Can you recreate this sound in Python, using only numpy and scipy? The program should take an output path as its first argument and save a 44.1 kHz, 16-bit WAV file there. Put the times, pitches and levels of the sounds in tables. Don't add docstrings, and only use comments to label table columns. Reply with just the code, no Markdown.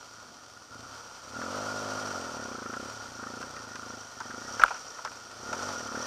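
import sys
import numpy as np
from scipy import signal
from scipy.fft import rfft, irfft, next_fast_len
from scipy.io import wavfile
from scipy.ndimage import uniform_filter1d, map_coordinates

SR = 44100
rng = np.random.default_rng(int(sys.argv[2]) if len(sys.argv) > 2 else 0)


def to_linear_factor(level_db):
    exponent = np.asarray(level_db, float) / 20
    return 10 ** exponent


def store_pcm(level_fs):
    pcm = np.round(np.clip(level_fs, -1, 1) * 32767).astype(np.int16)
    wavfile.write(sys.argv[1], SR, np.atleast_2d(pcm).T)


N = 267246

# time_s, firings_hz
FIRING_RATE = [(0.0, 29.11), (0.673, 19.2), (0.953, 37.74), (1.248, 29.85), (1.561, 51.33), (2.036, 51.69),
               (2.664, 24.39), (2.917, 38.9), (3.187, 25.88), (3.519, 32.02), (3.731, 24.28),
               (3.859, 28.28), (4.306, 22.29), (4.564, 37.27), (5.359, 25.59), (5.674, 52.46),
               (5.907, 29.56), (6.1, 51.22)]
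# opens_s, full_s, shuts_s, full_pulse_db, shutting_pulse_db
THROTTLE = [(0, .15, 0.28, -63, -67), (0.387, 0.472, 0.6, -67, -62), (0.685, 0.726, 0.93, -51.5, -57),
            (1.074, 1.27, 1.6, -65, -57), (1.21, 1.378, 2.3, -40, -42.5), (2.05, 2.3, 2.826, -43, -41),
            (2.75, 2.85, 3.4, -53.5, -49), (3.013, 3.212, 3.42, -42.5, -43.5),
            (3.4, 3.48, 3.95, -52, -45.5), (3.962, 4.34, 4.57, -44.5, -49), (4.912, 4.984, 4.3, -51, -58),
            (5.0, 5.08, 5.21, -60, -63), (5.22, 5.5, 5.9, -43.5, -45), (5.6, 5.74, 5.86, -49, -44),
            (5.68, 5.964, 6, -36.5, -41.5)]
# time_s, level_db
PACE = [
    (0, -2.5),
    (.7, -3),
    (1.3, -1),
    (2.4, 1.4),
    (3.5, 0.95),
    (4.2, 2),
    (4.6, 4),
    (5.2, .8),
    (6.1, 4.5),
]

# base_db, db_per_firing_hz, db_per_load_db, db_per_pace_db
BOOM_LAW = (-58.5, 0.2071, .7, -.3)
CLATTER_LAW = (-48, 0.3374, 0.15, 0.5)
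HISS_LAW = (-50, 0.2547, 0.0549, 0.57)

# pitch_hz, width_hz, level_db
PIPE = [(242, 88, 15), (167, 26, -25)]
# pitch_hz, width_hz, level_db
HEADER = [(352, 63, 0)]
# pitch_hz, width_hz, level_db
AIRBOX = [(598, 125, 2.5), (732, 59, -6)]
# pitch_hz, width_hz, level_db
SILENCER = [(111.7, 15, -1), (59.4, 13, -10.5), (154, 14.4, -10.5)]
# pitch_hz, width_hz, level_db
SHELL = [(1380, 370, 9), (920, 210, -15.5), (2440, 1000, 2)]
# pitch_hz, width_hz, level_db
WHIRR = [(5724, 150, 1), (3114, 39, -1), (2320, 31, 7.5), (8760, 38, -23), (9800, 14, -18),
         (11960, 50, -21), (8000, 91, -2), (4510, 190, -11.5)]
# pitch_hz, width_hz, level_db
JINGLE = [(5740, 660, 0)]
# pitch_hz, width_hz, level_db
BRACKET = [(1824, 140, 0)]

# pitch_hz, level_db (per Hz)
CLATTER = [(210, -42), (350, -12), (463, -2.5), (683, -2), (740, -1), (809, -3), (894, -0.5), (1080, -1.5),
           (1430, 6), (1580, -7), (2050, -20.5), (3180, -19), (3800, -32), (4940, -38), (8360, -120)]
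# pitch_hz, level_db (per Hz)
HISS = [(1530, -11.5), (2600, -10), (2850, -11.5), (3070, -8), (3880, -10), (4440, -5), (5050, -4),
        (5880, -1.5), (6430, -7.5), (7600, -13), (8900, -15.5), (10900, -32), (12400, -24.5),
        (14800, -34.5), (15800, -28)]
# pitch_hz, level_db (per Hz)
RUMBLE = [(20, -32), (40, -31), (100, -12), (160, -11.5), (250, -2.5), (340, -7), (450, -20), (700, -7),
          (1200, -120)]
# pitch_hz, level_db (per Hz)
PREAMP = [(3000, -40), (7000, -5), (10000, 4), (15800, -4)]

# start_s, peak_db, low_body_db, tick_db
JOLTS = [(1.415, -23.5, -27, -30), (2.588, -29, -18, -30), (2.625, -29, -20, -30), (2.736, -26, -31, -32),
         (3.234, -30, -29, -30), (3.412, -34, -21, -6), (3.426, -26.5, -17, -8), (3.563, -30.5, -28, -5),
         (3.755, -32, -11, 3), (4.202, -28, -5, -4.5), (4.209, -31, -7, -17), (4.306, -32, -23, -17),
         (4.4, -42, -17, -5), (4.595, -18.5, -8, -14), (4.986, -32, -2, -15), (5.048, -28, 3, 2),
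         (5.057, -24.5, -11, -24), (5.073, -31, -18, -12), (5.115, -36, -5, 0.5), (5.346, -43, -21, -11),
         (5.528, -23.5, -4, -3), (5.545, -34, -13, -10), (5.7, -33.5, 4, -16), (5.954, -31, -10, -18)]
# start_s, peak_db, low_body_db, tick_db
CHATTER = [
    (4.611, -26, -25, -21),
    (4.616, -15.5, -10, -16),
    (4.642, -27, 6.5, -26),
    (4.66, -25, -27, -23),
    (4.679, -24.5, -12, -31),
    (4.706, -27, 0.5, -33),
    (4.715, -31.5, -3, -22),
    (4.744, -34, -6, -18),
    (4.764, -34, -10, -17),
]
# start_s, pitch_hz, level_db, push_s, decay_s (to -60 dB)
RAP = [
    (4.6362, 1390, .1, .0022, .006),
]
# start_s, pitch_hz, level_db, length_s
SHOVE = [
    (4.58, 33, -47, .11),
]
# start_s, pitch_hz, level_db, length_s
SQUEAK = [
    (3.36, 10980, -72, .075),
]


def engine():
    flywheel_s = .14
    speed = uniform_filter1d(curves(FIRING_RATE)[0], size=round(flywheel_s * SR), mode="nearest")
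    turns = -.1418 + np.cumsum(speed) / SR
    pulse_db, pace_db = load(), curves(PACE)[0]
    gases = exhaust_and_intake(turns, speed, pulse_db, pace_db)
    return gases + bark(turns, speed, pulse_db) + machinery(turns, speed, pulse_db, pace_db)


def exhaust_and_intake(turns, speed, pulse_db, pace_db):
    firing = swell(strokes(turns, scatter_db=.7), peak_s=.00018)
    puff = filtered(firing, pressure_sweep)
    blast = filtered(firing, lambda hz: pressure_sweep(hz) * pipe_echoes(hz))
    pipe = to_linear_factor(pulse_db - 4.5) * steady(resonant(blast, PIPE))

    header_drift_db, intake_drift_db = 2.2 * wobble(3), .6 * wobble(3)
    header_db = pulse_db - 17.0 + 1.9 * pace_db + header_drift_db
    header = to_linear_factor(header_db) * steady(resonant(puff, HEADER))
    revs_db = .42 * (speed - 44)
    intake = to_linear_factor(pulse_db - 5.5 + revs_db + intake_drift_db) * steady(twice(blast, AIRBOX))

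    boom_db = follows(BOOM_LAW, speed, np.minimum(pulse_db, -53), pace_db)
    boom = to_linear_factor(boom_db + 0.5) * steady(resonant(puff, SILENCER))
    return intake - (pipe + header + boom)


def pressure_sweep(hz):
    return np.exp(2j * np.pi * (.0035 * hz - 3.6e-6 * hz * hz))


def pipe_echoes(hz):
    return 1 + .38 * np.exp(-2j * np.pi * hz * .004) + .2 * np.exp(-2j * np.pi * hz * .008)


def bark(turns, speed, pulse_db):
    gate = delayed(swell(strokes(turns, scatter_db=1.8), peak_s=0.0018), 0.0008)
    in_shell = resonant(gate * rng.standard_normal(N), SHELL)
    shaking = resonant(in_shell, [(1384, 68, 9), (890, 1100, -8.0)])
    return to_linear_factor(pulse_db - 1.65 - 0.093 * (speed - 14.5)) * steady(shaking)


def machinery(turns, speed, pulse_db, pace_db):
    clatter_db = follows(CLATTER_LAW, speed, pulse_db, pace_db)
    hiss_db = follows(HISS_LAW, speed, pulse_db, pace_db)
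    ticks = unit(swell(strokes(5 * turns + .6 * wobble(40), scatter_db=3.5), peak_s=.0022))

    knocks = (1.04 + 0.51 * ticks) * to_linear_factor(1.1 * wobble(9.9)) * rng.standard_normal(N)
    knocks = unit(coloured(knocks, CLATTER))
    clatter = knocks + 0.19 * unit(resonant(knocks, [(1422, 17, 37), (1383, 9.1, 3.8)]))

    fizz = (1.0 + 0.45 * ticks) * to_linear_factor(0.25 * wobble(23)) * rng.standard_normal(N)
    fizz = unit(coloured(fizz, HISS))
    whirr = unit(twice(fizz, WHIRR[:1]) + resonant(fizz, WHIRR[1:]))
    hiss = fizz + 0.3 * to_linear_factor(0.02 * (speed - 49)) * whirr

    jingle_db = hiss_db - 11.0 + 2.55 * pace_db
    bracket_db = clatter_db - 20 + 1.8 * pace_db - 0.21 * (speed - 36)
    rumble_db = 0.57 * hiss_db - 33.5 - .3 * pace_db
    rumble = to_linear_factor(1.5 * wobble(9)) * rng.standard_normal(N)

    noise = to_linear_factor(clatter_db + 0.5) * steady(clatter)
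    noise += to_linear_factor(hiss_db - 0.28) * steady(hiss)
    noise += to_linear_factor(jingle_db) * loose(JINGLE, rate=200, patchy_db=5.5)
    noise += to_linear_factor(bracket_db) * loose(BRACKET, rate=41, patchy_db=3.5)
    return noise + to_linear_factor(rumble_db) * unit(coloured(rumble, RUMBLE))


def load():
    t = np.arange(N) / SR
    shut_db, dying_db_per_s = -70, 128
    level_db = np.full(N, float(shut_db))
    for opens, full, shuts, full_db, last_db in THROTTLE:
        held_db = np.interp(t, [opens, full, max(shuts, full + .001)], [shut_db, full_db, last_db])
        twist_db = held_db - dying_db_per_s * np.maximum(t - shuts, 0)
        level_db = np.maximum(level_db, twist_db)
    return level_db


def follows(law, speed, load_db, pace_db):
    base_db, per_hz, per_load, per_pace = law
    cruise_hz, half_load_db = 30, -55
    return base_db + per_hz * (speed - cruise_hz) + per_load * (load_db - half_load_db) + per_pace * pace_db


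def loose(modes, rate, patchy_db):
    grains = to_linear_factor(patchy_db * wobble(rate)) * rng.standard_normal(N)
    return unit(twice(grains, modes))


def mount():
    out, t = np.zeros(N + SR), np.arange(SR // 8) / SR
    rows = [(*row, -11, .6) for row in JOLTS] + [(*row, -7, 0.11) for row in CHATTER]
    onset = 1 - np.exp(-t / 0.00086)
    blow = 1 + 0.94 * to_linear_factor(-60 * t / 0.0028)
    shape = to_linear_factor(-60 * t / 0.051) * blow * onset
    for start_s, peak_db, low_db, tick_db, upper_db, share in rows:
        rattle = shape * rng.standard_normal((4, len(t)))
        ring = twice(rattle[0], SHELL[:2])
        low = twice(rattle[1], [(1026, 245, -1), (580, 320, -4.5)])
        upper = twice(rattle[2], [(2400, 1000, 0)])
        tick = twice(rattle[3] * to_linear_factor(-60 * t / .045), [(5600, 2000, 0), (3000, 1200, -7)])
        parts = (-1.5, ring), (low_db, low), (upper_db + share * tick_db, upper), (tick_db - 3.0, tick)
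        jolt = sum(to_linear_factor(db) * x / np.abs(x).max() for db, x in parts)
        out[round(start_s * SR):][:len(t)] += to_linear_factor(peak_db) * jolt
    return out[:N]


def rap():
    start_s, hz, db, push_s, decay_s = RAP[0]
    t = np.maximum(np.arange(N) / SR - start_s, 0)
    after = np.maximum(t - push_s, 0)
    fade = np.where(t < push_s, 1 - np.exp(-t / .0004), to_linear_factor(-60 * (t - push_s) / decay_s))
    wall = -to_linear_factor(db) * fade * np.sin(2 * np.pi * hz * t)
    beating = to_linear_factor(-17.0) * np.sin(2 * np.pi * 1540 * after) + to_linear_factor(-34) * np.sin(2 * np.pi * 1180 * after)
    wall += to_linear_factor(-60 * after / 0.037) * beating
    crack_colour = [(1200, -23), (2200, -0.5), (4000, -9), (7500, -6), (15000, -20)]  # pitch_hz, level_db
    crack = to_linear_factor(-23.0) * fade ** 2 * unit(coloured(rng.standard_normal(N), crack_colour))
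    return wall + crack


def burst(start_s, hz, db, length_s):
    u = np.clip((np.arange(N) / SR - start_s) / length_s, 0, 1)
    return to_linear_factor(db) * np.sin(np.pi * u) ** 2 * np.sin(2 * np.pi * hz * length_s * u)


def input_hiss():
    return to_linear_factor(-77) * unit(coloured(rng.standard_normal(N), PREAMP))


def strokes(turns, scatter_db):
    at = np.flatnonzero(np.diff(np.floor(turns)) > 0)
    x = np.zeros(N)
    x[at] = to_linear_factor(scatter_db * rng.standard_normal(len(at)))
    return x


def swell(x, peak_s):
    u = np.arange(SR // 20) / SR / peak_s
    return signal.fftconvolve(x, (u * np.exp(1 - u)) ** 2)[:N]


def delayed(x, s):
    return np.pad(x, (round(s * SR), 0))[:N]


def resonant(x, modes):
    def response(f):
        total = 0
        for k, (hz, width, db) in enumerate(modes):
            total = total + (-1) ** k * to_linear_factor(db) * 1j * f * width / (hz * hz - f * f + 1j * f * width)
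        return total
    return filtered(x, response)


def twice(x, modes):
    return resonant(resonant(x, modes), modes)


def coloured(x, points):
    hz, db = np.transpose(points)
    return filtered(x, lambda f: to_linear_factor(np.interp(np.log(f + 1), np.log(hz + 1), db)))


def filtered(x, response):
    m = next_fast_len(len(x) + 8192)
    return irfft(rfft(x, m) * response(np.fft.rfftfreq(m, 1 / SR)), m)[:len(x)]


def steady(x):
    return x / np.sqrt(np.abs(uniform_filter1d(x ** 2, size=SR // 6)) + 1e-12)


def unit(x):
    return x / np.sqrt(np.mean(x ** 2) + 1e-20)


def curves(rows):
    s, *cols = np.transpose(rows)
    return [np.interp(np.arange(N) / SR, s, c) for c in cols]


def wobble(rate):
    knots = rng.standard_normal(int(N * rate / SR) + 4)
    return map_coordinates(knots, [np.arange(N) * rate / SR])


def scene():
    return (engine() + mount() + rap() + burst(*SHOVE[0]) + burst(*SQUEAK[0]))[None]


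def low_pass(x):
    return signal.sosfilt(signal.butter(12, 16400, fs=SR, output="sos"), x)


def record(dry):
    x = dry + input_hiss()
    x = x / (1 + np.abs(x) ** 14) ** (1 / 14)
    mix = filtered(x[0], lambda hz: hz < 15300)[None]
    return low_pass(mix)


dry = scene()
out = record(dry)
store_pcm(out)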